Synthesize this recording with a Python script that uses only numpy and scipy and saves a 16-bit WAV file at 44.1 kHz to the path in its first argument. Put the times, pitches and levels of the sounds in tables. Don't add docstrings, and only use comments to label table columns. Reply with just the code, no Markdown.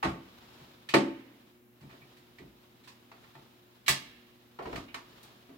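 import sys
import numpy as np
from scipy import signal
from scipy.io import wavfile

SR = 44100
rng = np.random.default_rng(int(sys.argv[2]) if len(sys.argv) > 2 else 0)


def transcribe(u):
    v = np.clip(np.atleast_2d(u).T, -1, 1)
    q = np.round(v * 32767).astype(np.int16)
    wavfile.write(sys.argv[1], SR, q)


N = 245637

# t/s, level/dB, floor thump/dB, pitch of the part f/Hz,
# softness as treble fall/(dB per octave), rise time/s, ring that the hands allow/dB
IMPACTS = [(0.027, -29.5, -46, 1090, 6.5, 0.0038, -6), (0.046, -32.5, -28.5, 560, 4.5, 0.0013, -4.5),
           (0.09, -53, -35, 294, 1, 0.0031, -10), (0.595, -64, -54, 490, 2, 0.0029, -2),
           (0.888, -42, -57, 2840, 3.2, 0.0024, 0), (0.938, -22, -41, 345, 3, 0.0017, -1.5),
           (0.941, -26, -44, 1800, 7, 0.00056, -3.5), (1.807, -66, -54, 696, 1, 0.0037, -4),
           (1.826, -59.5, -49, 191, 3, .0064, 1), (1.893, -57.5, -59, 1400, 5.9, 0.0095, 0.5),
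           (1.925, -61, -66, 400, 3.5, 0.0038, 0), (2.015, -65, -71, 2360, 19, 0.0049, 9.5),
           (2.165, -67, -65, 2000, -0.5, .0056, 0.5), (2.384, -59, -59, 2050, 4.5, 0.0013, 2),
           (2.392, -53.5, -51, 397, 9.5, 0.0021, -10.5), (2.412, -52, -53, 210, 7, 0.007, -3.5),
           (2.836, -64.5, -72, 3460, 1, 0.0067, 4), (2.874, -57.5, -68, 1020, 0.5, 0.003, -17),
           (2.878, -57, -76, 4770, 6, 0.0062, 0), (3.115, -53.5, -67, 980, 6, 0.0009, -2.5),
           (3.238, -64, -75, 1390, 5, 0.0032, 0), (3.351, -55.5, -61, 830, 6.5, .0015, 1.5),
           (3.861, -43, -63, 3340, 2, 0.0083, 2.5), (3.88, -27, -46, 1770, -0.4, 0.0013, -2),
           (3.89, -28, -36, 4140, -1, 0.0014, -1), (4.588, -36.5, -52, 760, 11, .001, -6.5),
           (4.621, -54.5, -67, 400, 2, .0052, -5), (4.654, -38, -38, 543, 7, 0.0039, -10),
           (4.728, -38, -31, 478, 6, 0.00071, -7), (4.757, -44.5, -36.5, 1190, 2.5, 0.0022, -4.5),
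           (4.881, -55.5, -62, 2800, 21, 0.0033, -2.5), (4.943, -42.5, -63, 1111, 2.46, 0.00031, -4.5),
           (5.228, -62, -73, 3930, -5, 0.0028, -1), (5.487, -55.5, -58, 288, 4.5, 0.0077, 0)]
# f/Hz, relative level/dB
CLATTER_SPECTRUM = [(30, -23), (55, 2.5), (92, -1.5), (145, -4), (200, 9.5), (340, 8.5), (600, 1.5),
                    (800, 2), (1100, 4), (1450, -2), (2000, 1.5), (3100, -1), (4100, -4.5), (5300, -7),
                    (8000, -12.5), (15000, -18)]
# f/Hz, level/dB re the impact, T60/s
WALKER_MODES = [(137.8, -6.5, 0.32), (178.7, -15.5, 0.44), (206.6, -6, 0.4), (268.7, -3.5, 0.55),
                (306, -11, 0.5), (331, -7, 0.43), (374, -9, 0.29), (428.5, -11.5, 0.27), (570, -20, 0.4),
                (612, -15, 0.39), (675, -10.5, 0.3), (888, -10.5, 0.39), (1072, -12, 0.22),
                (1117, -15, 0.36), (1177, -16, 0.32), (1802, -10, 0.049), (1850, -17, 0.18),
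                (1968, -16.5, 0.27), (1947, -18.5, 0.22), (2300, -8.5, 0.11), (2480, -15, 0.23),
                (3868, -19.5, 0.22), (3900, -29, 0.27), (4120, -9, 0.057), (4498, -12, 0.24),
                (7740, -19.5, 0.2), (8220, -23, 0.27)]
# f/Hz, T60/s
EARLY_DECAY = [(60, 0.2), (250, 0.4), (800, 0.29), (2500, 0.25), (7000, 0.26), (14000, 0.11)]
# f/Hz, T60/s
HALLWAY_DECAY = [(60, 0.96), (250, 1), (800, 0.74), (2500, 1), (7000, 0.48), (14000, 0.48)]
# f/Hz, time constant/s
BUILD_UP = [(60, 0.013), (140, 0.012), (300, 0.0092), (800, 0.00022), (3000, 0.00044), (12000, 0.0017)]
# f/Hz, correlation coefficient
CORRELATION = [(60, .98), (150, .985), (250, .96), (370, .8), (550, .2), (1000, -.05), (2500, 0),
               (12000, 0)]
# f/Hz, level left minus right/dB
BALANCE = [(100, 1), (400, -1), (1000, 2), (2000, -4), (4000, -3.5), (8000, 3.5), (13000, -2)]
# centre t/s, duration/s, peak level/dB
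ARM_SWELLS = [(0.51, 0.53, -57), (2.021, 0.29, -62.5), (2.66, 0.63, -79), (3.34, 0.33, -61.5),
              (4.76, 0.14, -52), (5.24, 0.35, -58)]
# f/Hz, relative level/dB
RUSTLE_SPECTRUM = [(30, -12), (60, -5), (150, 2.5), (280, 2), (500, -2), (1000, -0.5), (2000, -6.5),
                   (3500, -4), (5500, -13.5), (8500, -23), (15000, -20.5)]
# f/Hz, relative level/dB
FAN_SPECTRUM = [(30, -27), (55, -14), (110, -13.5), (170, -21.5), (250, 5), (380, -17.5), (520, -10),
                (1000, -16), (2500, -17), (4500, -26.5), (8500, -28), (12000, -26), (15500, -19.5)]
# f/Hz, level/dB
HUM_HARMONICS = [(120, -70.5), (240, -68.5), (360, -70), (480, -82)]

BAND_EDGES = np.geomspace(28, 16500, 24)
BAND_HZ = np.sqrt(BAND_EDGES[1:] * BAND_EDGES[:-1])
TIME = np.arange(N) / SR
AGE = np.arange(int(.7 * SR)) / SR
ONSET_SAMPLES = int(.05 * SR)


def clatter(gain_db=5, crack_db=5, crack_t60=0.018, hallway_db=-20):
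    out, bands, envelopes = np.zeros((2, N)), noise_bands(), []
    colour = from_db(gain_db) * band_gains(CLATTER_SPECTRUM)
    for hz in BAND_HZ:
        early = decay(at_hz(EARLY_DECAY, hz))
        late = from_db(hallway_db) * decay(at_hz(HALLWAY_DECAY, hz))
        crack = from_db(crack_db) * decay(crack_t60)
        envelopes.append(stereo_gains(hz) * rise(at_hz(BUILD_UP, hz)) * (np.hypot(early, late) + crack))
    starts = rng.integers(0, N - len(AGE), len(IMPACTS))
    for start, (t, level_db, thump_db, pitch, softness, rise_s, _) in zip(starts, IMPACTS):
        sound, onset = 0, rise(rise_s)
        for hz, band, envelope, share in zip(BAND_HZ, bands, envelopes, colour):
            burst = band[:, start:start + len(AGE)] * envelope * onset
            gain = share * impact_gain(hz, level_db, thump_db, pitch, softness)
            sound = sound + gain * burst / rms(burst[:, :ONSET_SAMPLES])
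        add(out, t, wall_reflection(part_resonance(sound, pitch)))
    return out


def frame_and_latch_modes(scatter_db=4.46, build_cycles=3.3, split_hz=5.06, twin_share=0.42):
    out = np.zeros((2, N))
    chance = rng.standard_normal((len(IMPACTS), len(WALKER_MODES), 3))
    for k, (hz, mode_db, t60) in enumerate(WALKER_MODES):
        build_up = rise(build_cycles / hz)
        beating = 1 + twin_share * np.exp(2j * np.pi * split_hz * AGE)
        wave = np.exp(2j * np.pi * hz * AGE) * beating * build_up * decay(t60)
        wave = wave * stereo_gains(hz) / rms(wave.imag[:ONSET_SAMPLES])
        phase_spread = np.arccos(at_hz(CORRELATION, hz))
        for impact, (strength, phase, shift) in zip(IMPACTS, chance[:, k]):
            t, level_db, thump_db, pitch, softness, rise_s, ring_db = impact
            gain = impact_gain(hz, level_db, thump_db, pitch, softness)
            gain *= from_db(mode_db + ring_db + scatter_db * strength)
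            angle = np.pi * phase + phase_spread * shift * np.array([[.5], [-.5]])
            add(out, t, gain * (np.exp(1j * angle) * wave).imag * rise(rise_s))
    return out


def impact_gain(hz, level_db, thump_db, pitch, softness, bass_db_per_octave=8.5, floor_hz=159):
    octaves = np.log2(hz / pitch)
    part = from_db(level_db + bass_db_per_octave * min(octaves, 0) - softness * max(octaves, 0))
    floor = from_db(thump_db) / np.hypot(1, (hz / floor_hz) ** 4)
    return np.hypot(part, floor)


def part_resonance(sound, hz, boost_db=2.5, q=12):
    resonant = signal.lfilter(*signal.iirpeak(hz, q, fs=SR), sound)
    return sound + (from_db(boost_db) - 1) * resonant


def wall_reflection(sound, share=0.42, delay_range_s=(0.0011, 0.0042)):
    lag = int(SR * rng.uniform(*delay_range_s))
    echo = np.pad(sound, ((0, 0), (lag, 0)))[:, :len(AGE)]
    echo = signal.sosfilt(signal.butter(2, 400, "high", fs=SR, output="sos"), echo)
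    return (sound + share * echo) / np.hypot(1, share)


def rustle(finger_db=-64.5, pause_at_s=1.68, pause_s=0.27, grain_db=1.5, grain_hz=70):
    fingers = from_db(finger_db) * (1 - bell_curve(pause_at_s, pause_s))
    arm_power = sum(from_db(db) ** 2 * bell_curve(t, length) for t, length, db in ARM_SWELLS)
    envelope = np.sqrt(fingers ** 2 + arm_power)
    return shaped_noise(RUSTLE_SPECTRUM) * envelope * from_db(grain_db * drift(grain_hz))


def fan(level_db=-65.5):
    return from_db(level_db) * shaped_noise(FAN_SPECTRUM)


def mains_hum(waver_db=2.05, waver_hz=3.79):
    hum = 0
    for hz, db in HUM_HARMONICS:
        amplitude = np.sqrt(2) * from_db(db + waver_db * drift(waver_hz))
        hum = hum + amplitude * np.sin(2 * np.pi * (hz * TIME + rng.random()))
    return hum


def microphone_noise(level_db=-72, band_hz=(55, 328)):
    white = rng.standard_normal((2, N))
    rush = signal.sosfilt(signal.butter(2, band_hz, "band", fs=SR, output="sos"), white)
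    return from_db(level_db) * rush / rms(rush)


def noise_bands():
    white, bands = rng.standard_normal((2, 2, N)), []
    for k, hz in enumerate(BAND_HZ):
        bandpass = signal.butter(2, BAND_EDGES[k:k + 2], "band", fs=SR, output="sos")
        mid, side = signal.sosfilt(bandpass, white[k % 2])
        alike = at_hz(CORRELATION, hz)
        band = np.sqrt(1 + alike) * mid + np.sqrt(1 - alike) * side * np.array([[1], [-1]])
        bands.append(band / rms(band))
    return bands


def band_gains(spectrum):
    gain = from_db(at_hz(spectrum, BAND_HZ)) * np.sqrt(np.diff(BAND_EDGES))
    return gain / np.linalg.norm(gain)


def shaped_noise(spectrum):
    return sum(gain * band for gain, band in zip(band_gains(spectrum), noise_bands()))


def rise(time_constant):
    return 1 - np.exp(-AGE / time_constant)


def decay(t60):
    return np.exp(-np.log(1000) * AGE / t60)


def bell_curve(centre, width):
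    return np.exp(-(2 * (TIME - centre) / width) ** 2)


def drift(rate_hz):
    return np.interp(TIME * rate_hz, np.arange(2000), rng.standard_normal(2000))


def stereo_gains(hz):
    return from_db(at_hz(BALANCE, hz) * np.array([[.5], [-.5]]))


def at_hz(table, hz):
    f, value = np.transpose(table)
    return np.interp(np.log(hz), np.log(f), value)


def from_db(db):
    return 10 ** (np.asarray(db) / 20)


def rms(x):
    return np.sqrt(np.mean(x ** 2) + 1e-24)


def add(out, t, sound):
    start = round(t * SR)
    out[:, start:start + sound.shape[1]] += sound[:, :N - start]


def scene():
    return clatter() + frame_and_latch_modes() + rustle() + fan() + mains_hum()


def record(dry, cutoff_hz=15900):
    lowpass = signal.ellip(10, .1, 80, cutoff_hz, fs=SR, output="sos")
    return signal.sosfilt(lowpass, dry + microphone_noise())


dry = scene()
out = record(dry)
transcribe(out)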